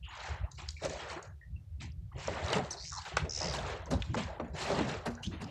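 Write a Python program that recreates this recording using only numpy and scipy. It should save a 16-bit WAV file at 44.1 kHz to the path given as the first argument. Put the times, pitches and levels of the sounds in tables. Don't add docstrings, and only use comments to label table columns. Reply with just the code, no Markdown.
import sys
import numpy as np
from scipy import signal
from scipy.io import wavfile
from scipy.ndimage import uniform_filter1d

SR = 44100
rng = np.random.default_rng(int(sys.argv[2]) if len(sys.argv) > 2 else 0)


def output_pcm(signal):
    pcm = np.clip(np.atleast_2d(signal).T, -1, 1) * 32767
    wavfile.write(sys.argv[1], SR, np.round(pcm).astype(np.int16))


N = 242856


def gain_of(db):
    return 10 ** (np.asarray(db) / 20)


def unit_rms(x):
    return x / np.sqrt(np.mean(x ** 2) + 1e-20)


def steadied(x, window_s):
    return unit_rms(x / np.sqrt(uniform_filter1d(x ** 2, round(window_s * SR)) + 0.046))


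def add(mix, start_s, sound):
    part = mix[round(start_s * SR):][:len(sound)]
    part += sound[:len(part)]


def spectrum_db(points, hz):
    point_hz, db = np.transpose(points)
    return np.interp(np.log(hz + 1), np.log(point_hz + 1), db)


def resonate(x, hz, width_hz):
    carrier = np.exp(2j * np.pi * np.cumsum(hz * np.ones(len(x))) / SR)
    pole = np.exp(-np.pi * width_hz / SR)
    return 2 * (carrier * signal.lfilter([1 - pole], [1, -pole], x / carrier)).real


def band_noise(length, hz, width_hz):
    return unit_rms(resonate(resonate(rng.standard_normal(length), hz, width_hz), hz, width_hz))


def noise(colour, patchy_db, flicker_db, size=512):
    frames, hz = 4 * N // size + 5, np.fft.rfftfreq(size, 1 / SR)
    real, imag, patches = rng.standard_normal((frames, len(hz), 3)).T
    patches = unit_rms(uniform_filter1d(uniform_filter1d(patches, size=3, axis=0), size=14, axis=1))
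    flicker = unit_rms(uniform_filter1d(rng.standard_normal(frames), size=3))
    shape_db = spectrum_db([(0, -100)] + colour + [(SR / 2, -100)], hz)
    spectra = (real + 1j * imag) * gain_of(shape_db[:, None] + patchy_db * patches + flicker_db * flicker)
    return unit_rms(signal.istft(spectra, nperseg=size, noverlap=3 * size // 4)[1][:N])


def burst(hz, width_hz, t60, rise_s, tone=0.):
    t = np.arange(round(.4 * SR)) / SR
    ring = band_noise(len(t), hz, width_hz) + tone * np.sin(2 * np.pi * hz * t)
    puff = ring * (1 - np.exp(-t / rise_s)) * gain_of(-60 * t / t60)
    return puff / abs(puff).max()


def wind_and_bumps(gurgle_gain):
    # (frequency [Hz], relative density [dB])
    rumble_colour = [(25, -20.5), (42, -42), (56, 4), (80, -3), (110, -8.5), (150, -11), (190, -47),
                     (300, -59.5), (500, -72)]
    thud_colour = [(90, -18.5), (130, 5), (190, 7), (240, -3), (310, -3), (420, -13.5)]
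    # (time [s], level [dB])
    wind_levels = [(0.0, -44.5), (0.31, -58), (0.75, -46), (1.13, -55), (1.64, -44.5), (2.57, -52),
                   (2.66, -50), (2.91, -50.5), (3.4, -46), (3.92, -45.5), (4.07, -36), (4.26, -46),
                   (5.27, -49.5), (5.5, -49)]
    # (time [s], half length [s], rumble [dB], thud [dB])
    bumps = [(0.317, 0.041, -36, -77), (0.427, 0.036, -34, -73), (0.577, 0.064, -40, -83),
             (0.691, 0.13, -50, -73), (0.876, 0.052, -60, -45.5), (1.04, 0.01942, -56.5, -78.5),
             (1.555, 0.11, -44, -60.5), (1.846, 0.069, -40, -51), (2.01, 0.078, -39.5, -62.5),
             (2.174, 0.04686, -40.5, -58.5), (2.321, 0.065, -40.5, -47), (2.443, 0.0603, -41, -54),
             (2.585, 0.0769, -45, -36.5), (3.152, 0.0271, -45, -76), (3.25, 0.059, -36.5, -48),
             (3.448, 0.026, -51, -46), (3.577, .15, -42, -46.5), (3.951, 0.059, -32.5, -34.5),
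             (4.109, 0.045, -34, -44.5), (4.178, 0.092, -52, -39), (4.443, 0.0544, -47, -45),
             (4.543, 0.02013, -35.5, -51), (4.812, 0.16, -69.5, -36), (5.089, 0.0333, -44, -40.5),
             (5.281, 0.029, -36.5, -38.5), (5.34, 0.045, -47, -43), (5.439, 0.039, -51, -40)]
    edge_db, shake_db = -15.5, -12.5
    rumble = steadied(noise(rumble_colour, 3.56, 2.7, size=2048), 0.28)
    thud = steadied(noise(thud_colour, 3.0, 0.5, size=1024), 0.084)
    t = np.arange(N) / SR
    rumble_power = gain_of(np.interp(t, *np.transpose(wind_levels))) ** 2
    thud_power = (gain_of(shake_db) * gurgle_gain) ** 2
    for top_s, half_s, rumble_db, thud_db in bumps:
        lump_db = edge_db * ((t - top_s) / half_s) ** 2
        rumble_power += gain_of(rumble_db + lump_db) ** 2
        thud_power += gain_of(thud_db + lump_db) ** 2
    return np.sqrt(rumble_power) * rumble + np.sqrt(thud_power) * thud


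def blips():
    # (time [s], peak [dB], pitch [Hz], width [Hz], t60 [s])
    rings = [(0.027, -44.5, 2876, 515, 0.58), (0.087, -56, 6860, 500, 0.151),
             (0.765, -43.5, 2270, 297.5, 0.1359), (1.412, -48, 1838, 199, 0.21),
             (1.555, -56.5, 2698, 151.1, 0.19), (2.115, -48.5, 1065, 395, 0.15),
             (2.745, -40.5, 660, 194, 0.1365), (2.85, -44.5, 2450, 888, 0.04),
             (2.922, -39.5, 1162, 404, 0.27), (2.961, -38, 1015, 295, 0.14), (2.98, -36, 920, 250, 0.093),
             (2.975, -38, 4140, 400, 0.0585), (2.531, -28, 2990, 500, 0.05967),
             (3.586, -37, 3520, 390, 0.037), (4.022, -24.5, 2560, 1283, 0.019),
             (5.173, -45.5, 1510, 250, 0.14)]
    out = np.zeros(N)
    for start_s, db, hz, width_hz, t60 in rings:
        add(out, start_s, gain_of(db) * burst(hz, width_hz, t60, rise_s=0.0084 * t60, tone=0.5652))
    return out


def swell_gains():
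    # (start [s], rise [s], time to fall 20 dB at fall speed 1 [s],
    #          gurgle [dB], splash [dB], patter [dB], spray or rubbing hiss [dB], mist [dB])
    swells = [(0.029, 0.11669, 0.54, -60.5, -49.5, -53.5, -59, -95),
              (0.148, 0.12, 0.29, -50.5, -46.5, -49.5, -54, -95),
              (0.51, 0.00233, 0.8, -73.5, -79, -71.5, -60, -95),
              (0.576, 0.009316, 0.23, -58.5, -53.5, -51, -55, -83),
              (0.681, 0.001434, 0.8, -77, -71, -85, -61.5, -73.5),
              (.77, 0.04627, 0.32, -79, -54.5, -61, -59, -88),
              (0.814, 0.04168, .04, -34, -43.5, -45, -44, -64),
              (.86, 0.044, 0.27, -43, -57, -51.5, -50.5, -80),
              (.9, 0.13, 0.0996, -66, -46, -49, -54.5, -90),
              (1.04, 0.074, 0.15, -46.5, -45, -48.5, -52, -71.5),
              (1.14, 0.036, 0.0754, -48, -45, -63, -70, -100),
              (1.21, 0.041, 0.16, -57.5, -57, -62.5, -61.5, -95),
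              (1.794, 0.028, 0.15, -56.5, -56, -50.5, -54, -99),
              (2.116, 0.012, 0.7, -59, -58.5, -63.5, -70, -100),
              (2.14, 0.092, 0.82, -51, -51, -49.5, -53, -76),
              (2.25, 0.12, 0.33, -43, -45.5, -51, -58.5, -84.5),
              (2.37, 0.18, 0.13, -39.5, -39.5, -42, -49, -67),
              (2.539, 0.031, 0.07, -32, -36, -43.5, -44, -65),
              (2.703, 0.0031, 0.1144, -52, -49.5, -62.5, -44.5, -66),
              (2.759, 0.1, 0.4, -75, -72, -61.5, -51.5, -77),
              (2.9, 0.02005, 0.46, -86, -54, -64.5, -61, -74), (2.95, 0.04, 0.2, -64.5, -55, -56, -51, -75),
              (3.048, .005, 0.2046, -51, -47.5, -49.5, -54, -71),
              (3.065, 0.0151, 0.2559, -57, -53.5, -52.5, -57, -87),
              (3.163, 0.009, 0.1, -41, -40, -37, -47.5, -63.5),
              (3.236, 0.02063, .06, -48, -61, -59, -65, -90.5),
              (3.294, 0.07776, 0.64, -53, -59, -55.5, -48.5, -72),
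              (3.37, 0.064, 0.4501, -45, -47.5, -47, -52.5, -75),
              (3.43, 0.06386, 0.7, -59, -53, -52, -56, -77.5),
              (3.524, 0.024, 0.0668, -41.5, -39.5, -49.5, -40.5, -60),
              (3.56, 0.02561, 0.27, -43.5, -45, -56, -56, -73.5),
              (3.619, 0.07974, 0.1833, -44.5, -43, -46.5, -53, -72),
              (3.859, 0.011, .08, -46, -53, -63, -58.5, -99),
              (3.903, 0.00962, 0.11, -41.5, -42.5, -52.5, -46, -58.5),
              (3.979, 0.026, 1, -70, -60, -60.5, -60, -76),
              (4.136, 0.019, 0.0059, -36.5, -41.5, -55, -46, -89),
              (4.158, 0.022, 0.18, -41.5, -42.5, -42.5, -47, -72),
              (4.25, 0.031, 0.4, -50, -51.5, -62, -68.5, -93),
              (4.42, 0.026, 0.4125, -52.5, -67.5, -63.5, -63.5, -98),
              (4.396, .004, 0.1, -47.5, -53, -71, -63, -88.5),
              (4.528, 0.086, 0.61, -43, -42.5, -44, -45.5, -65),
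              (4.619, 0.18683, 0.14, -38.5, -40, -44, -53, -72.5),
              (4.868, 0.024, 0.1944, -42, -43.5, -44.5, -47.5, -68),
              (5.053, .014, 0.05, -34.5, -37, -48.5, -47.5, -55.5),
              (5.099, 0.0056, 0.1302, -56, -54.5, -65.5, -59, -71),
              (5.16, .03, 1.5, -72, -66.5, -70, -68, -95), (2.62, 0.01768, .2, -63, -50, -58, -57.5, -90),
              (.44, 0.0086, .06, -57.5, -63, -67, -73, -89), (.028, 0.028, 0.0726, -70, -62, -57, -68, -95),
              (5.226, 0.0054, .14, -69, -60.5, -60, -49, -64),
              (5.309, 0.0091, 0.3, -59, -54, -54, -68, -75),
              (5.395, 0.026, .08, -46.5, -48, -53.5, -54.5, -65),
              (5.45, 0.026, 2.5, -57.5, -60, -58, -64, -78.5)]
    fall_speeds = (.9, 1.05, 1.4, 1.7, 2.2)
    power = np.zeros((5, N))
    for start_s, rise_s, fall_s, *levels_db in swells:
        t = np.arange(round((rise_s + 4 * fall_s) * SR)) / SR
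        rise = np.minimum(t / rise_s, 1) ** 0.98925
        fall_db = 20 * (np.maximum(t - rise_s, 0) / fall_s) ** 1.102
        for band, db, speed in zip(power, levels_db, fall_speeds):
            add(band, start_s, (rise * gain_of(db - speed * fall_db)) ** 2)
    return np.sqrt(power)


def bubbles(low_hz, high_hz, per_s, cycles, spread_db):
    strength = gain_of(spread_db * np.minimum(rng.exponential(1, N), 4))
    onsets = strength * (rng.random(N) < per_s / SR)
    size_class, out = rng.integers(0, 16, N), np.zeros(N)
    for k, hz in enumerate(np.geomspace(low_hz, high_hz, num=16)):
        turns = np.arange(round(3 * cycles * SR / hz)) * hz / SR
        ring = np.exp(-turns / cycles * 2) * np.sin(2 * np.pi * turns * (1 + 0.012 * turns))
        out += signal.oaconvolve(onsets * (size_class == k), ring)[:N]
    return unit_rms(out)


def hull_ring(x):
    # (frequency [Hz], width [Hz], relative gain [dB])
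    modes = [(223, 9.7, 11), (371.21, 18, 4.5), (404, 16, 3.5), (622, 165, 7.5), (800, 720, -4),
             (946, 86, 2)]
    return unit_rms(sum(gain_of(db) * resonate(x, hz, width_hz) for hz, width_hz, db in modes))


def slosh(gains):
    # (frequency [Hz], relative density [dB])
    gurgle_colour = [(200, -13), (300, -10), (400, 11), (700, 5), (1000, -23.5), (1600, -47)]
    splash_colour = [(500, -30), (780, 8), (1100, 4), (1800, 1.5), (2300, -16.5), (3500, -54)]
    patter_colour = [(1300, -17.5), (1900, 2), (2700, 0.5), (3600, -4), (4300, -6.5), (6000, -58)]
    hiss_colour = [(2800, -61), (3800, 9), (5000, 7), (6500, 5), (7500, 7), (8500, 4.5), (10000, -46)]
    gurgle = noise(gurgle_colour, 4.1, 1.86)
    gurgle += .85 * bubbles(314, 755.16, per_s=90, cycles=22.5, spread_db=4.5)
    gurgle = unit_rms(gurgle) + .7 * hull_ring(gurgle)
    splash = noise(splash_colour, 2.5, .7)
    splash += .45 * bubbles(800, 1800, per_s=400, cycles=10.5, spread_db=3)
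    patter = noise(patter_colour, 2.5, 1.5)
    patter += .5 * bubbles(1900, 3400, per_s=300, cycles=9, spread_db=4.5)
    hiss = noise(hiss_colour, 2.5, 2.1, size=256)
    hiss += .45 * bubbles(3800, 7000, per_s=500, cycles=14, spread_db=4.5)
    return sum(gain * steadied(x, 0.19) for gain, x in zip(gains, (gurgle, splash, patter, hiss)))


def mist(gain):
    # (frequency [Hz], relative density [dB])
    colour = [(7500, -14), (9000, 8.5), (10200, -4), (11500, -3), (13000, -18), (15500, -37)]
    return gain * steadied(noise(colour, patchy_db=3.5, flicker_db=2.5, size=256), 0.028)


def drops():
    # (time [s], peak [dB], pitch [Hz], t60 [s])
    ticks = [(0.2036, -37, 3920, 0.023), (0.5162, -38, 6360, 0.0115), (0.6875, -28, 4667, 0.02),
             (0.7061, -35, 6720, 0.012), (0.849, -30.5, 6250, 0.016), (0.8967, -32.5, 6900, 0.016),
             (0.9331, -37.5, 6837, 0.016), (1.0997, -37, 4390, 0.016), (1.2263, -39, 6561, 0.025),
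             (1.6262, -59, 4540, 0.016), (1.8082, -41, 4016, 0.015), (1.919, -50.5, 4851, 0.024),
             (2.2741, -28, 5726, 0.0084), (2.4618, -34.5, 5954, 0.016), (2.482, -30, 3940, 0.016),
             (2.5024, -29, 3740, 0.0107), (2.5308, -25, 3870, 0.012), (2.555, -33, 6140, 0.014),
             (2.585, -34, 4000, 0.00713), (2.6479, -42, 3833, 0.016), (3.0525, -42.5, 4020, 0.0115),
             (3.5373, -31, 3816, 0.035), (3.8576, -43.5, 6220, 0.012), (3.911, -32, 6400, 0.012),
             (3.9384, -36.5, 3880, 0.042), (4.2355, -36.5, 4770, 0.014), (4.411, -65.5, 4448, 0.016),
             (4.7173, -32, 4231, 0.0118), (4.789, -31, 4000, 0.01284), (4.8944, -38, 3807, 0.016),
             (5.0589, -36.5, 4460, 0.01637), (5.1512, -43, 5950, 0.015), (5.2644, -36.5, 4286, 0.0195),
             (5.4426, -37, 5060, 0.019)]
    out = np.zeros(N)
    for start_s, db, hz, t60 in ticks:
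        add(out, start_s, gain_of(db) * burst(hz, width_hz=2830, t60=t60, rise_s=0.00038, tone=0.97))
    return out


def slaps():
    # (time [s], knock peak [dB], pitch [Hz], t60 [s], crack relative to knock [dB])
    impacts = [(0.589, -43.5, 636.6, 0.043, -21), (0.854, -54.5, 640, 0.0657, -8),
               (2.281, -24, 570, 0.06, -32), (2.529, -28, 880, 0.05, 5), (2.569, -51, 425, 0.025, -20.5),
               (3.169, -15.5, 1269, 0.032, 0.5), (3.245, -34.5, 433, 0.2784, -15),
               (3.41, -30, 618.7, 0.34, -32), (3.912, -29.5, 549, 0.165, -9),
               (4.144, -22.5, 890, 0.02673, -43), (4.398, -26.5, 600, 0.07044, -25),
               (4.7, -24, 567, 0.27, -10), (4.789, -23.5, 328, 0.0806, -19),
               (5.058, -47, 575, 0.0338, -3.5)]
    out = np.zeros(N)
    for start_s, db, hz, t60, crack_db in impacts:
        knock = burst(hz, width_hz=0.9788 * hz, t60=t60, rise_s=0.0006, tone=0.77)
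        crack = burst(2500, width_hz=11000, t60=0.54 * t60, rise_s=0.00017)
        add(out, start_s, gain_of(db) * (knock + gain_of(crack_db) * crack))
    return out


def gulps():
    # (time [s], level [dB], starting pitch [Hz], slide per 50 ms [ratio], t60 [s])
    pockets = [(.853, -29, 540, 1.03, 0.082), (2.561, -25.5, 424.5, 1, 0.19),
               (2.585, -25.5, 800, 0.87, 0.0987), (3.449, -33, 197, 0.75, 0.3),
               (3.92, -23.5, 259.6, 0.94, 0.1442), (3.948, -28, 197, 0.8822, 0.16),
               (4.106, -24, 129, 0.5, 0.046), (4.157, -29.5, 253.4, 0.82, 0.2),
               (4.41, -39.5, 237.2, 0.99, 0.28), (4.70, -28.5, 572.5, 1.03, 0.1766),
               (4.705, -27.5, 404, 0.966, 0.21), (4.801, -19, 356, 0.63, 0.099),
               (4.9, -39.5, 636, 1.296, 0.0778), (5.067, -31, 236, 1.0017, 0.35),
               (5.275, -36.5, 220, 0.76, 0.18), (5.3, -36, 347, 1, 0.072), (5.425, -35, 221.4, 1.28, 0.19)]
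    out, t = np.zeros(N), np.arange(round(.3 * SR)) / SR
    for start_s, db, hz, slide, t60 in pockets:
        pitch_hz = hz * slide ** (np.minimum(t, .1) / .05)
        turns = np.cumsum(pitch_hz) / SR + rng.random()
        envelope = gain_of(db - 60 * t / t60) * (1 - np.exp(-t / 0.0069))
        add(out, start_s, envelope * np.sin(2 * np.pi * turns))
    return out


def squeaks():
    # (time [s], level [dB], pitch [Hz], noise to tone [ratio], overtone pitch [ratio])
    rubs = [
        [(2.706, -37, 5110, .3, 1.45), (2.711, -35.5, 6160, 0.48, 1.45), (2.722, -43.5, 5970, 0.5285, 1.45),
         (2.733, -41, 5219, 0.678, 1.45), (2.748, -54, 3670, 0.407, 1.45)],
        [(3.008, -81.5, 5404, 0.32, 1.45), (3.016, -51, 4780, 0.57, 1.45), (3.024, -41, 4090, 0.356, 1.45)],
        [(5.23, -42.5, 2810, 0.476, 2.), (5.245, -44, 3050, 0.72, 2.), (5.27, -46, 3160, .9, 2.),
         (5.28, -55, 3020, 0.875, 2.)],
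    ]
    out = np.zeros(N)
    for rows in rubs:
        times, *columns = np.transpose(rows)
        t = np.arange(times[0], times[-1], 1 / SR)
        db, pitch_hz, roughness, multiple = (np.interp(t, times, column) for column in columns)
        tone, overtone = (np.sin(2 * np.pi * np.cumsum(hz) / SR) + roughness * band_noise(len(t), hz, 480)
                          for hz in (pitch_hz, multiple * pitch_hz))
        add(out, times[0], gain_of(db) * (tone + 0.26 * overtone) * signal.windows.tukey(len(t), .15))
    return out


def chatter():
    # (time [s], level [dB], held pitch [Hz], ringing share of a period [ratio],
    #                  upper partial [dB], rasp depth [ratio])
    runs = [
        [(2.77, -50, 3800, .85, -12, .5), (2.82, -47.5, 4100, .75, -7, .5), (2.87, -46, 4650, .6, -5, .5),
         (2.908, -43, 5200, .45, -7, .4)],
        [(2.919, -42, 5200, .33, -8, .3), (2.99, -43, 5100, .33, -8, .3)],
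        [(3.2938, -36.5, 5030, .46, -15, .25), (3.42, -37, 4880, .42, -12, .35),
         (3.47, -39, 4720, .35, -12, .35), (3.53, -41, 4400, .4, -16, .4)],
    ]
    # (time [s], slips [1/s])
    slip_rates = [(2.77, 220), (2.87, 160), (2.908, 150), (2.919, 95), (2.99, 95), (3.29, 74.4),
                  (3.4, 73.7), (3.53, 73.7)]
    out = np.zeros(N)
    for rows in runs:
        times, *columns = np.transpose(rows)
        t = np.arange(times[0], times[-1], 1 / SR)
        rate = np.interp(t, *np.transpose(slip_rates))
        db, hz, share, upper_db, rasp = (np.interp(t, times, column) for column in columns)
        progress = np.minimum(np.cumsum(rate) / SR % 1 / share, 1)
        cycles = hz * share / rate
        turns = cycles * (progress + .07 * (1 - np.exp(-progress / .11)) + .11 * progress ** 4.5)
        upper_turns = cycles * (1.3 * progress + .1 * progress ** 2)
        ring = np.sin(2 * np.pi * turns) + gain_of(upper_db) * np.sin(2 * np.pi * upper_turns)
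        ramp = np.clip(np.minimum(progress / .1, (1 - progress) / .3), 0, 1)
        envelope = gain_of(db) * np.sqrt(2) * np.sin(np.pi / 2 * ramp) ** 2
        uneven_grip = 1 + rasp * unit_rms(uniform_filter1d(rng.standard_normal(len(t)), size=40))
        add(out, times[0], envelope * ring * uneven_grip)
    return out


def deck_ring(x, t60=0.31, taps_per_s=3000):
    t = np.arange(round(.3 * SR)) / SR
    taps = rng.choice([-1., 1.], len(t)) * (rng.random(len(t)) < taps_per_s / SR)
    taps *= gain_of(-60 * t / t60) * (t > .003)
    return signal.oaconvolve(x, taps / np.linalg.norm(taps))[:N]


def suppress(x):
    # (frequency [Hz], level per bin [dB])
    threshold = [(300, -59.5), (1000, -70), (3000, -77), (6000, -80), (8500, -84), (15000, -105)]
    hz, _, spectra = signal.stft(x, SR, nperseg=512, noverlap=384)
    power = (abs(spectra[:, 1:]) ** 2).mean(0).reshape(64, 4, -1).mean(1)
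    power = uniform_filter1d(power, size=3, axis=1)
    held = np.maximum(power, signal.lfilter([.08], [1, -.92], power))
    bin_power = np.vstack([held[:1], np.repeat(held, 4, axis=0)])
    excess = bin_power / gain_of(spectrum_db(threshold, hz))[:, None] ** 2
    gain = np.where(hz[:, None] < 200, 1, .03 + .97 * excess ** 3 / (1 + excess ** 3))
    return signal.istft(spectra * gain, SR, nperseg=512, noverlap=384)[1][:, :N]


def scene():
    close = slaps() + drops() + blips() + squeaks() + chatter()
    band_gains = swell_gains()
    mix = close + gain_of(-15.5) * deck_ring(close) + gulps()
    mix += slosh(band_gains[:4]) + wind_and_bumps(band_gains[0])
    dulled = signal.sosfilt(signal.butter(7, 7600, fs=SR, output="sos"), mix)
    return (dulled + mist(band_gains[4])) * gain_of([[.05], [-.05]])


def record(dry):
    # (frequency [Hz], relative density [dB])
    hiss_colour = [(250, -19), (500, 6.5), (1000, -4.5), (4000, -8), (8000, -13.5), (12000, -16.5),
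                   (15500, -18.5)]
    bass_cut_hz, hiss_db, top_hz = 50, -78, 15500
    cut = signal.sosfilt(signal.butter(3, bass_cut_hz, "high", fs=SR, output="sos"), dry)
    mid_hiss, side_hiss = noise(hiss_colour, 0.87, 0.14), noise(hiss_colour, .6, .3)
    out = suppress(cut) + gain_of(hiss_db) * (mid_hiss + .06 * side_hiss * [[1], [-1]])
    band_limit = signal.firwin(511, top_hz, window=("kaiser", 9), fs=SR)
    return signal.oaconvolve(out, band_limit[None], "same")


dry = scene()
out = record(dry)
output_pcm(out)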